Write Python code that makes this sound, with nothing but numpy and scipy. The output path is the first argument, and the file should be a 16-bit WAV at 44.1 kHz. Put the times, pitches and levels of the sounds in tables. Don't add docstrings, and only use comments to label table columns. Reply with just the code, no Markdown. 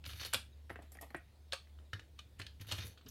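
import sys
import numpy as np
from scipy import signal
from scipy.fft import rfft, irfft, next_fast_len
from scipy.io import wavfile
from scipy.ndimage import uniform_filter1d, map_coordinates

SR = 44100
rng = np.random.default_rng(int(sys.argv[2]) if len(sys.argv) > 2 else 0)


def output_pcm(signal):
    pcm = np.clip(np.atleast_2d(signal).T, -1, 1) * 32767
    wavfile.write(sys.argv[1], SR, np.round(pcm).astype(np.int16))


def attenuation_scalar(level_db):
    decades = np.asarray(level_db, float) / 20
    return 10 ** decades


N = 136710


def unit(x):
    return x / np.sqrt(np.mean(x ** 2) + 1e-20)


def along(points, hz):
    f, v = np.transpose(points)
    return np.interp(np.log(hz + 1), np.log(f + 1), v)


def wobble(rate):
    knots = rng.standard_normal(int(N * rate / SR) + 4)
    return map_coordinates(knots, [np.arange(N) * rate / SR])


def filtered(x, response):
    m = next_fast_len(len(x) + 8192)
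    return irfft(rfft(x, m) * response(np.fft.rfftfreq(m, 1 / SR)), m)[:len(x)]


def body(modes):
    def response(f):
        total = 0
        for k, (hz, width, db) in enumerate(modes):
            total = total + (-1) ** k * attenuation_scalar(db) * 1j * f * width / (hz * hz - f * f + 1j * f * width)
        return total
    return response


def add(track, s, sound):
    part = track[round(s * SR):][:len(sound)]
    part += sound[:len(part)]


def ring(t, hz, t60, rise):
    return np.sin(2 * np.pi * hz * t) * attenuation_scalar(-60 * t / t60) * (1 - np.exp(-t / rise))


def slips(count):
    rate_per_s, spread_db = 2500, 3.5
    happens, sign, size = rng.random((3, count))
    return (happens < rate_per_s / SR) * np.sign(sign - 0.5) * attenuation_scalar(-spread_db * np.log(size + 0.03))


def burst(t, t60, response):
    noise = rng.standard_normal(len(t)) + slips(len(t))
    envelope = attenuation_scalar(-60 * t / max(t60, 0.004)) * (1 - np.exp(-t / 0.00067))
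    return filtered(noise * envelope, response) / np.std(filtered(noise, response))


def in_shed(sound):
    # frequency in Hz, t60 in seconds.
    wall_decay = [(200, 0.17), (4000, 0.24), (16000, 0.21)]
    wall_db, delay_s = -7, 0.003
    hz, t, z = signal.stft(rng.standard_normal(SR // 4), SR, nperseg=256)
    tail = signal.istft(z * attenuation_scalar(-60 * t / along(wall_decay, hz)[:, None]), SR, nperseg=256)[1]
    delayed = np.pad(sound, (round(delay_s * SR), 0))
    wet = signal.fftconvolve(delayed, attenuation_scalar(wall_db) * tail / np.linalg.norm(tail))
    return wet + np.pad(sound, (0, len(wet) - len(sound)))


def clicks(rows, low, high):
    ring_cycles, rise_cycles = 8, 0.6
    rattle_db, treble_offset_db, treble_faster, dull_hz = -7, -1.5, 0.44, 5100
    brush_db, brush_t60_s = -18.5, 0.007
    out, t = np.zeros(N), np.arange(SR // 8) / SR

    def scatter(modes):
        return [(hz, width, db + rng.normal(0, 2)) for hz, width, db in modes]

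    for s, db, hz, treble_db, t60 in rows:
        shell, thin = body(scatter(low)), body(scatter(high))
        tone = 2.17 * ring(t, hz, ring_cycles / hz, rise_cycles / hz)
        rattle = attenuation_scalar(rattle_db) * burst(t, t60, lambda f: shell(f) / (1 + 1j * f / dull_hz))
        treble = attenuation_scalar(treble_db + treble_offset_db) * burst(
            t, t60 * treble_faster, lambda f: thin(f) * 1j * f / dull_hz / (1 + 1j * f / dull_hz) ** 2)
        add(out, s, in_shed(attenuation_scalar(db) * (tone + rattle + treble)))
        brush = burst(t[:SR // 40], brush_t60_s, shell)[::-1]
        add(out, s - 1 / 40, attenuation_scalar(db + brush_db) * brush)
    return out


def rifle():
    # start in seconds, peak in dB, ring in Hz, treble over it
    # in dB, rattle t60 in seconds.
    rifle_clicks = [(0.0408, -40, 2900, -26, 0.02), (0.0603, -38, 3700, -12, 0.02),
                    (0.091, -43.5, 3010, -21, 0.18), (0.133, -39.5, 2840, -40, 0.03),
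                    (0.1975, -38, 3000, -25, 0.02), (0.2495, -28.5, 4340, -12, 0.022),
                    (1.5238, -22, 3620, -21, 0.0076), (1.5308, -28.5, 4430, -10.5, 0.057),
                    (1.672, -57, 1930, -26, 0.015), (1.697, -61, 3000, -20, 0.013),
                    (2.183, -58, 2780, -30, 0.068), (1.788, -54, 1390, -27, 0.017),
                    (1.9948, -41.5, 1780, -37, 0.033), (2.1905, -39, 3520, -14, 0.039),
                    (2.398, -35, 1730, -13.5, 0.042), (2.416, -35.5, 2480, -19, 0.029),
                   (2.4664, -34.5, 3700, -47, 0.021), (2.598, -52, 2200, -33, 0.047),
                   (2.614, -50.5, 3680, -12, 0.055), (2.689, -42, 3700, -31, 0.099),
                   (2.714, -30, 3380, -11.5, 0.055), (2.7215, -24.5, 4100, -8, 0.029),
                   (2.729, -33.5, 3000, -7, 0.02), (2.7819, -36.5, 2880, -17, 0.054),
                   (2.975, -52, 1420, -32, 0.084), (3.011, -56, 1320, -32, 0.054)]
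    gate_snaps = [
        (0.3294, -36, 2500, -9, 0.075),
        (0.335, -24.5, 1410, 1.5, 0.032),
        (0.3442, -17, 3020, -4, 0.013),
        (0.3489, -24.5, 4370, -12, 0.025),
        (1.9324, -30.5, 1700, -19.5, 0.029),
        (2.386, -58, 2500, -23, 0.12),
        (2.392, -49, 2500, -5.5, 0.1),
        (3.062, -51.5, 5040, -39, 0.16),
    ]
    slide_clicks = [(0.053, -39, 2900, -22, 0.028), (0.0634, -32.5, 4440, -25, 0.014),
                    (.2041, -41.5, 4400, -25, 0.028), (.2126, -34, 4460, -25, .026),
                    (0.2314, -36, 3010, -22, 0.038), (0.2544, -39, 3020, -15, .031),
                    (0.259, -36, 4450, -11, .036), (2.4204, -39.5, 2500, -25, .021),
                    (2.6481, -53, 1490, -30, .021), (2.6571, -55, 1600, -30, .021),
                    (2.6711, -51, 3140, -25, .051), (2.7855, -38, 3000, -21, 0.045),
                    (2.8247, -49, 3000, -12, .031)]
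    # frequency in Hz, width in Hz, level in dB.
    rifle_modes = [(537, 306, 2.5), (1320, 246, 7), (1700, 410, 7), (2250, 560, 6.5), (3010, 600, 11.5),
                   (3780, 340, 9), (4270, 250, 10.5), (5280, 460, 4), (6170, 1220, 0)]
    thin_steel_modes = [(7470, 2700, -2.5), (9340, 1700, 0), (11500, 1700, -2.5), (13900, 1900, -20)]
    damped = [(hz, width * 1.11, db) for hz, width, db in rifle_modes]
    return clicks([*rifle_clicks, *gate_snaps, *slide_clicks], damped, thin_steel_modes)


def slide(rows):
    # frequency in Hz, width in Hz, level in dB.
    tube_modes = [(1700, 1100, -4), (2500, 240, 0.5), (3020, 340, -4), (3700, 120, 5), (4340, 320, 0),
                  (6190, 560, -5)]
    skin_modes = [(6800, 640, -10), (10070, 1250, -2.5), (12240, 710, 0.5), (14300, 2900, -11)]
    s, scrape_db, hiss_db = np.transpose(rows)

    def level(db):
        return attenuation_scalar(np.interp(np.arange(N) / SR, s, db, left=-130, right=-130))

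    scrape = unit(filtered(slips(N), body(tube_modes)))
    scrape = scrape * attenuation_scalar(3.5 * wobble(60) + 2.5 * wobble(250))
    hiss = unit(filtered(rng.standard_normal(N) + slips(N), body(skin_modes)))
    hiss = hiss * attenuation_scalar(2.5 * wobble(45) + 2 * wobble(200))
    return in_shed(level(scrape_db) * scrape + level(hiss_db + 0.5) * hiss)[:N]


def cartridge_slides():
    # time in seconds, scrape in dB, thumb hiss in dB.
    first_slide = [
        (.05, -63, -82),
        (.057, -55, -61),
        (.11, -62, -65.5),
        (.19, -60.5, -61.5),
        (.205, -51.5, -61),
        (.228, -55, -61),
        (.262, -50.5, -54),
        (.28, -64.5, -74),
        (.325, -69, -80),
    ]
    last_slide = [
        (2.6, -75, -89),
        (2.615, -59.5, -62.5),
        (2.66, -82, -98),
        (2.672, -64.5, -66),
        (2.73, -56.5, -60.5),
        (2.845, -60.5, -64.5),
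        (2.87, -60.5, -58.5),
        (2.9, -64.5, -79),
        (2.96, -80, -95),
    ]
    return slide(first_slide) + slide(last_slide)


def pings():
    # start in seconds, peak in dB, pitch in Hz, t60 in seconds.
    ringing_parts = [(.204, -46, 4420, .07), (.2555, -44, 4450, .05), (.335, -29, 7500, .02),
                     (.335, -31, 11300, .018), (.342, -39, 525, .07), (.3435, -28, 1400, .015),
                     (.3435, -26, 4850, .006), (.3472, -29, 3020, .012), (.702, -43, 1850, .025),
                     (.703, -50, 750, .04), (.79, -52, 680, .04), (.822, -58, 8000, .02),
                     (.919, -52, 7600, .03), (.9877, -42, 1890, .03), (1.104, -55, 4200, .02),
                     (1.1465, -42, 900, .03), (1.5262, -40, 3600, .03), (1.531, -33, 1650, .025),
                     (1.531, -37, 9400, .015), (1.532, -39, 540, .07), (1.9328, -39, 1290, .03),
                     (1.9365, -40, 3000, .035), (1.995, -46, 2700, .012), (2.191, -48, 1200, .04),
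                     (2.191, -48, 5800, .015), (2.192, -46, 3000, .04), (2.7225, -33, 4300, .03),
                     (2.976, -48, 3500, .005), (3.0635, -50, 4800, .012)]
    out, t = np.zeros(N), np.arange(SR // 16) / SR
    for s, db, hz, t60 in ringing_parts:
        add(out, s, attenuation_scalar(db) * ring(t, hz, t60, 0.00051))
    return out


def gate_spring():
    t = np.arange(SR // 2) / SR
    fade = np.clip((0.115 - t) / 0.04, 0, 1)
    out = np.zeros(N)
    add(out, 2.84, attenuation_scalar(-71 + 1.9 * wobble(90)[:len(t)]) * np.sin(2 * np.pi * 6300 * t) * fade)
    return out


def cartridge_box():
    # start in seconds, peak in dB, ring in Hz, treble over it in dB, rattle t60 in seconds.
    box_clicks = [(0.696, -42.5, 1620, -21, 0.062), (0.702, -35.5, 1600, -29, 0.06),
                  (0.758, -37, 1630, -26, 0.036), (0.79, -44, 686, -35, 0.047),
                  (0.821, -53, 840, -13.5, 0.21), (0.919, -59, 620, 6.5, 0.17),
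                  (0.952, -49, 1890, -11, 0.059), (0.971, -47, 1890, -5, 0.022),
                  (1.011, -48.5, 665, 2.5, 0.12), (1.021, -48.5, 704, 3.5, 0.04),
                  (1.028, -42.5, 710, -29, 0.08), (1.105, -46.5, 1880, -13, 0.052),
                  (1.146, -29.5, 1560, -25, 0.043)]
    # frequency in Hz, width in Hz, level in dB.
    box_modes = [(269, 148, -0.5), (763, 340, -5), (1244, 134, -6), (1890, 140, -3), (2900, 1430, -17)]
    brass_modes = [(6800, 8100, -4.5), (11600, 930, 7.5), (13200, 760, -0.5)]
    return clicks(box_clicks, box_modes, brass_modes)


def bench_thumps():
    # start in seconds, peak in dB.
    pushes = [(0.063, -57), (0.131, -57), (0.198, -58.5), (0.252, -61.5), (0.342, -56), (0.706, -60.5),
              (1.933, -50), (2.248, -65.5), (2.396, -54), (2.603, -52.5), (2.672, -56.5), (2.723, -48),
              (2.787, -49), (2.842, -52)]
    # frequency in Hz, level in dB, t60 in seconds.
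    bench_modes = [(98.4, 13, 0.21), (149.8, -4, 0.22)]
    thud_db, thud_t60_s, thud_hz = -6.5, 0.2, 257
    out, t = np.zeros(N), np.arange(SR // 2) / SR
    wood = body([(thud_hz, thud_hz, 0)])
    for s, db in pushes:
        add(out, s, sum(attenuation_scalar(db + level) * ring(t, hz, t60, 0.004) for hz, level, t60 in bench_modes))
        add(out, s, attenuation_scalar(db + thud_db) * burst(t, thud_t60_s, lambda f: wood(f) ** 2))
    return out


def knocks():
    # start in seconds, level in dB, pitch in Hz, t60 in seconds.
    struck_parts = [(.347, -52.5, 226, 0.14), (.7091, -64.5, 10900, 0.049), (0.7264, -65.5, 11000, 0.06),
                    (.9421, -59, 10000, 0.037), (.9461, -63, 5300, 0.029), (1.022, -60, 650, 0.07),
                    (1.156, -57.5, 2290, 0.2), (1.1627, -59.5, 8900, 0.071), (1.9312, -44, 3000, 0.025),
                    (2.831, -63.5, 483, 0.45), (3.051, -49, 240, 0.13), (3.056, -57.5, 416, 0.075),
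                    (3.0831, -58, 12001, 0.13), (3.0858, -50.5, 5900, 0.052)]
    out, t = np.zeros(N), np.arange(SR // 2) / SR
    for s, db, hz, t60 in struck_parts:
        part = body([(hz, 0.23 * hz, 0)])
        add(out, s, attenuation_scalar(db) * burst(t, t60, lambda f: part(f) ** 2))
    return out


def bird():
    # start in seconds, level in dB, glide in Hz.
    chirps = [
        (.522, -69.5, -250),
        (.645, -83, -150),
        (1.475, -81, 255),
        (1.845, -78, 0),
    ]
    chirp_s, chirp_hz = 0.023, 3800
    out, u = np.zeros(N), np.linspace(0, 1, round(chirp_s * SR))
    for s, db, glide_hz in chirps:
        phase = 2 * np.pi * np.cumsum(chirp_hz + glide_hz * (u - 0.5)) / SR
        add(out, s, attenuation_scalar(db) * np.sin(np.pi * u) * np.sin(phase))
    return out


def machine_hum():
    # time in seconds, level in dB.
    hum_level = [(0, -54), (.9, -58), (1.3, -61), (3.1, -60)]
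    hum_hz, waver_db = 72.5, -3.5
    t = np.arange(N) / SR
    level = np.sqrt(2) * attenuation_scalar(np.interp(t, *np.transpose(hum_level)) + waver_db * wobble(8.4))
    return level * np.sin(2 * np.pi * hum_hz * t + 1.33 * wobble(3.27))


def air():
    # frequency in Hz, level in dB per Hz.
    air_spectrum = [(33, -16), (50, 0), (100, -1.5), (140, -8.5), (486, -19), (1200, -29.5), (4200, -29),
                    (5500, -35.5), (16000, -39.5)]
    air_db, patchy_db = -65, 2
    z = signal.stft(rng.standard_normal(N), nperseg=512)[2]
    patches = uniform_filter1d(uniform_filter1d(rng.standard_normal(z.shape), 6, 0), 14, 1)
    noise = signal.istft(z * attenuation_scalar(patchy_db * unit(patches)), nperseg=512)[1][:N]
    return attenuation_scalar(air_db) * unit(filtered(noise, lambda hz: attenuation_scalar(along(air_spectrum, hz))))


def scene():
    loading = rifle() + cartridge_slides() + pings() + gate_spring()
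    on_bench = cartridge_box() + bench_thumps() + knocks()
    surroundings = bird() + machine_hum() + air()
    return (loading + on_bench + surroundings)[None]


def band_limit(x):
    return signal.sosfilt(signal.butter(12, 16430, fs=SR, output="sos"), x)


def record(dry):
    mix = filtered(dry[0], lambda hz: hz < 16200)[None]
    return band_limit(mix)


dry = scene()
out = record(dry)
output_pcm(out)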